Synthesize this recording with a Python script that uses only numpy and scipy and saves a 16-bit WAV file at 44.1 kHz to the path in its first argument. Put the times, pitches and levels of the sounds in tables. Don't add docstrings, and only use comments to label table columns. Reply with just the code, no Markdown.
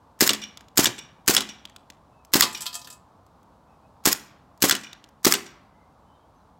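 import sys
import numpy as np
from scipy import signal
from scipy.fft import rfft, irfft
from scipy.io import wavfile
from scipy.ndimage import uniform_filter1d

SR = 44100
rng = np.random.default_rng(int(sys.argv[2]) if len(sys.argv) > 2 else 0)


def persist_wave(psi):
    counts = np.round(np.clip(psi, -1, 1) * 32767).astype(np.int16)
    wavfile.write(sys.argv[1], SR, np.atleast_2d(counts).T)


N = 290619
AGE = np.arange(SR) / SR

# frequency in Hz, relative level in dB.
TRAFFIC_SPECTRUM = [(15, -44), (25, -18.5), (59, 2), (114, -3), (285, -5.5), (363, -12.5), (887, -5.5),
                    (1100, -8), (1900, -28), (2600, -31.5), (3820, -31), (16000, -45.5)]
TRAFFIC_DB = -56

# hammer fall in seconds, delay of the muzzle gas in seconds, muzzle gas level in dB,
# pitch of its thump in Hz, toggle snap level in dB.
SHOTS = [(.207, .0175, -8, 313, -8.5), (.7739, 0.019, -6.5, 275, -9), (1.2779, .018, -11, 300, -8.5),
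         (2.3362, .0197, -7.5, 281, -0.5), (4.055, .019, -9, 283, -8), (4.6213, 0.02, -6.5, 283, -7),
         (5.2474, 0.021, -5, 321.3, -5)]
# delay after the hammer in seconds, level in dB re HAMMER_DB,
# decay in seconds.
ACTION_CONTACTS = [(-.017, -39, 0.0088), (-.0052, -23.5, 0.0048), (0, 2, 0.0025), (.0053, 2, 0.0026),
                   (.0082, -2, .0016), (0.0212, -5, .004), (.030, -7.5, 0.0057)]
HAMMER_DB = -8.5
TOGGLE_LAG_S = .0683
SLOWING_PER_SHOT = .0175
# start in seconds, level in dB.
TRIGGER_TICKS = [(2.2493, -46), (3.265, -58), (3.43, -59), (4.5758, -54), (5.089, -53.5)]
# frequency in Hz, width in Hz, relative level in dB.
FRAME_RESONANCES = [(1310, 180, -4.5), (1690, 180, -5.5), (1980, 240, -5), (3400, 220, -9.5),
                    (4400, 180, -11), (5150, 380, 0.5), (6680, 540, -2), (7500, 310, -9.5),
                    (11550, 290, -1.5), (13400, 370, -2), (15500, 490, -6.5)]
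# frequency in Hz, relative level in dB.
STEEL_SPECTRUM = [(300, -21), (850, -4.5), (1400, 2.5), (3000, 0.5), (5000, 2.5), (7700, 4.5), (9700, -4),
                  (12500, 0.5), (16000, -6.5)]
MUZZLE_SPECTRUM = [(80, -17), (400, 8), (750, 2), (1300, -1), (2300, -6.5), (6000, -9), (16000, -21.5)]
BREECH_SPECTRUM = [(80, -14), (260, 2.5), (600, -2), (2300, -5.5), (6000, -3.5), (9500, -8.5), (16000, -10)]

# delay in seconds, level in dB.
ECHOES = [(.0205, -14), (.0315, -18.5), (.046, -19)]
# band centre in Hz, relative level in dB, time to fall 60 dB in seconds.
GARDEN_BANDS = [(60, -2, 0.33), (130, 0, 0.87), (252, 0, 0.47), (595, -7, 0.55), (1330, -1, 0.67),
                (2850, -3.5, 0.57), (5480, -7, 0.46), (9000, 0, 0.27), (15000, -6.5, 0.32)]
PATCH_DB, PATCHES_PER_S = 3.3, 240

# start in seconds, level in dB, then panel boom in dB re that level,
# panel pitch favoured by the spot in Hz, and hard edge, rebound and returning ping in dB re that level.
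HITS = [(.292, -8, 1, 205, -14.5, -11.5, -29.5), (0.8565, -8.5, -2.5, 119.5, -18, -32.5, -33.5),
        (1.3653, -7.5, -1.5, 205, -12, -14, -36), (2.4221, -10, 1.5, 1154, -13, -33.5, -29),
        (4.71, -8, -4, 199, -12, -13, -34.5), (5.338, -12.5, 0.5, 423.5, 2.5, -44, -40)]
# frequency in Hz, width in Hz, relative level in dB.
BOX_RESONANCES = [(1577, 450, -11), (2950, 100, -1.5), (3440, 170, 5), (4250, 270, -3.5), (5400, 500, -15),
                  (7680, 590, -6.5)]
# frequency in Hz, relative level in dB, time to fall 60 dB in seconds.
PANEL_MODES = [(118, -18, 0.28), (211.6, -23, 0.53), (349, -26.5, 0.5), (402, -19, 0.29),
               (690, -14.5, 0.12), (1011, -11.5, 0.092), (1144, -12.5, 0.17), (1383, -17, 0.12)]
# frequency in Hz, relative level in dB.
WOOD_SPECTRUM = [(80, -18.5), (270, 3.5), (700, -6.5), (2400, -2.5), (3400, -1), (7500, -3), (9800, -17),
                 (16000, -24)]
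REBOUND_S, REBOUND_BOOM_DB, REBOUND_HZ, REBOUND_EDGE_DB = .041, -7.5, 1200, -2
SLAP_S, SLAP_DB = 0.011, -8.5

# frequency in Hz, width in Hz, relative level in dB.
PING_TONES = [(2420, 240, -2), (2930, 200, -.5), (3480, 300, -3), (5620, 260, 0)]
RETURN_S, RETURN_DB, PING_DECAY_S = .1245, -28, .04

# start in seconds, level in dB, spot pitch in Hz.
LANDINGS = [(.437, -38.5, 3360), (0.573, -38, 3416), (.608, -46, 1865), (.684, -53.5, 3510),
            (0.989, -37.5, 7570), (1.653, -38, 3400), (1.697, -50.5, 1850), (1.762, -40.5, 3440),
            (1.901, -38.5, 3400), (4.811, -43, 7350), (4.93, -39.5, 3406), (5.041, -48, 3430)]
LANDING_EDGE_DB = -20

# start in seconds, length in seconds, first pitch in Hz, last pitch in Hz.
BIRD_NOTES = [(2.112, 0.14, 2660, 2570), (3.678, .1, 2594, 2600), (3.817, .07, 2575, 2550),
              (5.657, .3, 1984, 2134), (6.012, 0.29, 2950, 3280), (6.144, 0.05, 3550, 3630),
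              (6.33, 0.13, 6300, 5590), (6.39, .035, 4050, 3950)]
BIRD_DB, BIRD_DB_PER_OCTAVE = -70.5, -4
BIRD_FLUTTER_DB, BIRD_WAVER = 3, .018

# start in seconds, level in dB,
# pitch favoured by the spot in Hz.
TUMBLE = [(2.4256, -17, 4450), (2.528, -41.5, 8800), (2.548, -37.5, 3800), (2.574, -41, 6000),
          (2.6068, -34, 8100), (2.619, -33.5, 7800), (2.657, -34.5, 1620), (2.6647, -28, 3900),
          (2.7295, -39.5, 4460), (2.742, -35.5, 6400), (2.7525, -32.5, 7300), (2.791, -46.5, 7850),
          (2.8152, -46, 4970), (2.8455, -45, 4840), (2.8723, -42, 1730), (2.902, -42, 7620),
          (2.926, -46, 7740)]
# frequency in Hz, relative level in dB, time to fall 60 dB in seconds.
TIN_LOW_MODES = [(702.6, -9, 0.25), (872, -12, .35), (1001, -5.5, 0.4), (1230, -5.5, .25),
                 (1378, -10.5, .2), (1770, -5.5, 0.12), (2570, -8.5, 0.24), (3210, -5, .11)]
# frequency in Hz, relative level in dB.
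TIN_CLUSTERS = [(1500, -10), (2300, -13), (3300, -1), (4700, 0), (6500, -5), (7700, 1), (9000, -9),
                (10100, -5), (11500, -13), (12800, -1), (14200, -11), (15800, -12)]
TIN_TOP_T60, TIN_REST_S = .1, 2.97

TOP_HZ = 16000


def amp(db):
    return 10 ** (np.asarray(db) / 20)


def add(track, s, sound):
    start = int(s * SR)
    track[start:start + len(sound)] += sound[:N - start]


def unit(response):
    return response / np.sqrt(np.sum(response ** 2))


def through(x, response):
    return signal.fftconvolve(x, response)[:len(x)]


def thin(x, hz):
    return signal.sosfilt(signal.butter(2, hz, "high", fs=SR, output="sos"), x)


def colour(points, size=4096):
    hz, db = np.transpose(points)
    log_hz = np.log(np.fft.rfftfreq(size, 1 / SR) + 1)
    log_gain = np.log(amp(np.interp(log_hz, np.log(hz), db)))
    cepstrum = irfft(log_gain)
    cepstrum[1:size // 2] *= 2
    cepstrum[size // 2 + 1:] = 0
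    return irfft(np.exp(rfft(cepstrum)), size)


def resonances(rows, size=4096):
    t = AGE[:size]
    response = 0
    for hz, width, db in rows:
        decay = np.exp(-np.pi * width * t)
        response = response + amp(db) * 2 * np.pi * width / SR * decay * np.cos(2 * np.pi * hz * t)
    return response


def burst(rise, decay, size=4096):
    t = AGE[:size]
    shape = np.minimum(t / rise, 1) * np.exp(-np.maximum(t - rise, 0) / decay)
    return shape * rng.standard_normal(size)


def walk(rate):
    k = int(SR / rate)
    held = np.repeat(rng.standard_normal(N // k + 1), k)
    return uniform_filter1d(held, k)[:N] * np.sqrt(3 / 2)


def thump(hz, width, size=2048):
    t = (np.arange(size) - size // 2) / SR
    return np.exp(-np.abs(t / width) ** 1.6) * np.cos(2 * np.pi * hz * t), size / 2 / SR


def ringing(hz, t60):
    return np.exp(np.outer(2j * np.pi * hz - np.log(1000) / t60, AGE[:SR // 2]))


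def favour(hz, spot_hz, width):
    return np.exp(-(np.log(hz / spot_hz) / width) ** 2)


def traffic():
    wash = through(rng.standard_normal(N), unit(colour(TRAFFIC_SPECTRUM)))
    return wash * amp(TRAFFIC_DB + 0.34 * walk(1.1) + 0.44 * walk(12))


def pistol():
    steel, snap, blast, vent, low = np.zeros((5, N))
    kick, kick_lead = thump(hz=330, width=0.0013)
    for shot, (s, muzzle_lag, muzzle_db, thump_hz, toggle_db) in enumerate(SHOTS):
        muzzle_s = s + muzzle_lag
        toggle_s = s + TOGGLE_LAG_S * (1 + SLOWING_PER_SHOT * shot)
        for delay, db, decay in ACTION_CONTACTS:
            add(steel, s + delay, amp(HAMMER_DB + db) * burst(.0007, decay))
        add(low, s + 0.0053 - kick_lead, amp(HAMMER_DB - 7.5) * kick)
        add(vent, muzzle_s - .005, amp(HAMMER_DB - 9.5) * burst(0.002, 0.028))
        puff, puff_lead = thump(hz=thump_hz, width=0.0021)
        add(low, muzzle_s - puff_lead, amp(muzzle_db) * puff)
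        add(blast, muzzle_s - .004, amp(muzzle_db - 10) * burst(0.0013, 0.01))
        add(steel, toggle_s - .018, amp(-20.5) * burst(0.011, 0.0086))
        add(snap, toggle_s, amp(toggle_db + 1.5) * burst(.0007, .0016))
    for s, db in TRIGGER_TICKS:
        add(steel, s, amp(db) * burst(0.0003, 0.0027))
    plain, frame = colour(STEEL_SPECTRUM), resonances(FRAME_RESONANCES)
    clack = through(steel, unit(amp(-2.0) * plain + frame))
    lock = through(snap, unit(thin(amp(-13.5) * plain + frame, hz=1100)))
    muzzle_gas = through(blast, unit(colour(MUZZLE_SPECTRUM)))
    breech_gas = through(vent, unit(colour(BREECH_SPECTRUM)))
    gas = muzzle_gas + breech_gas + low
    return np.array([clack + lock + gas, through(steel + snap, unit(plain)) + gas])


def garden(dry):
    hz, db, t60 = np.transpose(GARDEN_BANDS)
    log_hz = np.log(np.fft.rfftfreq(SR, 1 / SR) + 1)
    noise = rfft(rng.standard_normal(SR) * amp(-4.5))
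    tail = 0
    for band, band_db, band_t60 in zip(np.eye(len(hz)), db, t60):
        band_noise = irfft(noise * np.interp(log_hz, np.log(hz), band), SR)
        scatter = band_noise * amp(PATCH_DB * walk(PATCHES_PER_S)[:SR])
        near = amp(-45.5) * np.exp(-AGE / 0.027)
        far = amp(-40.5) * np.exp(-np.log(1000) * AGE / band_t60)
        tail = tail + amp(band_db) * scatter * (near + far)
    tail *= np.clip(AGE / 0.045, 0, 1) ** 2
    echoes = np.zeros(SR)
    for delay, echo_db in ECHOES:
        echoes[int(delay * SR)] += amp(echo_db)
    echoes = signal.sosfilt(signal.butter(1, 2500, fs=SR, output="sos"), echoes)
    return through(dry, tail + echoes)


def target_box():
    crack, slap, edge, boom = np.zeros((4, N))
    hz, mode_db, t60 = np.transpose(PANEL_MODES)
    swing_up = 1 - np.exp(-np.outer(hz, AGE[:SR // 2]) / 3)
    modes = ringing(hz, t60).imag * swing_up
    strikes = []
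    for s, db, boom_db, spot_hz, edge_db, rebound_db, _ in HITS:
        strikes.append((s, db, boom_db, spot_hz, edge_db))
        strikes.append((s + REBOUND_S, db + rebound_db, REBOUND_BOOM_DB, REBOUND_HZ, REBOUND_EDGE_DB))
    for s, db, boom_db, spot_hz, edge_db in strikes:
        add(crack, s, amp(db) * burst(0.00015, .0052))
        add(slap, s + SLAP_S, amp(db + SLAP_DB) * burst(0.0026, 0.007))
        add(edge, s, amp(db + edge_db) * burst(.0002, .0024))
        favour_db = 11 * favour(hz, spot_hz, 0.33)
        add(boom, s, amp(db + boom_db - 10.5 + mode_db + favour_db) @ modes)
    wood = colour(WOOD_SPECTRUM)
    face = unit(thin(amp(-5) * wood, hz=1300) + resonances(BOX_RESONANCES))
    rest = through(slap, unit(wood)) + through(edge, unit(colour(STEEL_SPECTRUM))) + boom
    return np.array([through(crack, face) + rest, amp(-0.5) * through(crack, unit(wood)) + rest])


def far_return():
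    slap, ring = np.zeros((2, N))
    ping = unit(through(resonances(PING_TONES), resonances(PING_TONES)))
    for s, db, *_, ping_db in HITS:
        add(slap, s + RETURN_S, amp(db + RETURN_DB) * burst(.0006, 0.007))
        patches = amp(PATCH_DB * walk(PATCHES_PER_S)[:SR // 2])
        scattered = burst(.002, PING_DECAY_S, size=SR // 2) * patches
        add(ring, s + RETURN_S, amp(db + ping_db) * through(scattered, ping))
    return through(slap, unit(colour(WOOD_SPECTRUM))) + ring


def spent_balls():
    knock, edge, ring = np.zeros((3, N))
    for s, db, pitch_hz in LANDINGS:
        click = amp(db) * burst(.0003, .0026)
        add(knock, s, amp(1.5) * click)
        add(ring, s, through(click, unit(resonances([(pitch_hz, 450, 0)]))))
        add(edge, s, amp(LANDING_EDGE_DB) * click)
    return through(knock, unit(colour(WOOD_SPECTRUM))) + through(edge, unit(colour(STEEL_SPECTRUM))) + ring


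def birds():
    out = np.zeros(N)
    for s, length, first_hz, last_hz in BIRD_NOTES:
        count = int(length * SR)
        hz = np.linspace(first_hz, last_hz, count) * (1 + BIRD_WAVER * walk(200)[:count])
        note_db = BIRD_DB + BIRD_DB_PER_OCTAVE * np.log2(first_hz / 2000)
        level = amp(note_db + BIRD_FLUTTER_DB * walk(70)[:count])
        whistle = np.sin(2 * np.pi * np.cumsum(hz) / SR)
        add(out, s, level * np.sqrt(np.hanning(count)) * whistle)
    return out


def tin_target(count=160):
    clatter, ring = np.zeros((2, N))
    low_hz, low_db, low_t60 = np.transpose(TIN_LOW_MODES)
    cluster_hz, cluster_db = np.transpose(TIN_CLUSTERS)
    top_hz = cluster_hz[0] + (np.arange(count) + rng.random(count)) / count * np.ptp(cluster_hz)
    top_db = np.interp(top_hz, cluster_hz, cluster_db) - 8
    hz, mode_db = np.r_[low_hz, top_hz], np.r_[low_db, top_db]
    modes = ringing(hz, np.r_[low_t60, np.full(count, TIN_TOP_T60)])
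    for s, db, spot_hz in TUMBLE:
        share = amp(mode_db + 8 * favour(hz, spot_hz, .4) + 2 * rng.standard_normal(len(hz)))
        phase = np.exp(2j * np.pi * rng.random(len(hz)))
        add(ring, s, amp(db - 9.5) * ((share * phase) @ modes).imag)
        contact_db = cluster_db + 15 * favour(cluster_hz, spot_hz, 0.6)
        contact = unit(colour([(200, -30), *zip(cluster_hz, contact_db)]))
        add(clatter, s, amp(db - 0.5) * through(burst(0.00092, 0.0053), contact))
        for lag in np.cumsum(rng.uniform(.005, .018, size=7)):
            chatter = through(burst(.0002, .0015), contact)
            add(clatter, s + lag, amp(db - 6) * np.exp(-lag / .045) * chatter)
    ring *= np.exp(-np.maximum(np.arange(N) / SR - TIN_REST_S, 0) / 0.022)
    return ring + clatter


def scene():
    near, all_round = pistol() + target_box() + far_return() + spent_balls() + birds() + tin_target()
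    return (near + garden(all_round) + traffic())[None]


def record(dry):
    lean = signal.sosfilt(signal.butter(1, 45, "high", fs=SR, output="sos"), dry)
    rounded = np.tanh(1.05 * lean) / 1.05
    return signal.sosfilt(signal.ellip(8, .2, 70, TOP_HZ, fs=SR, output="sos"), rounded)


dry = scene()
out = record(dry)
persist_wave(out)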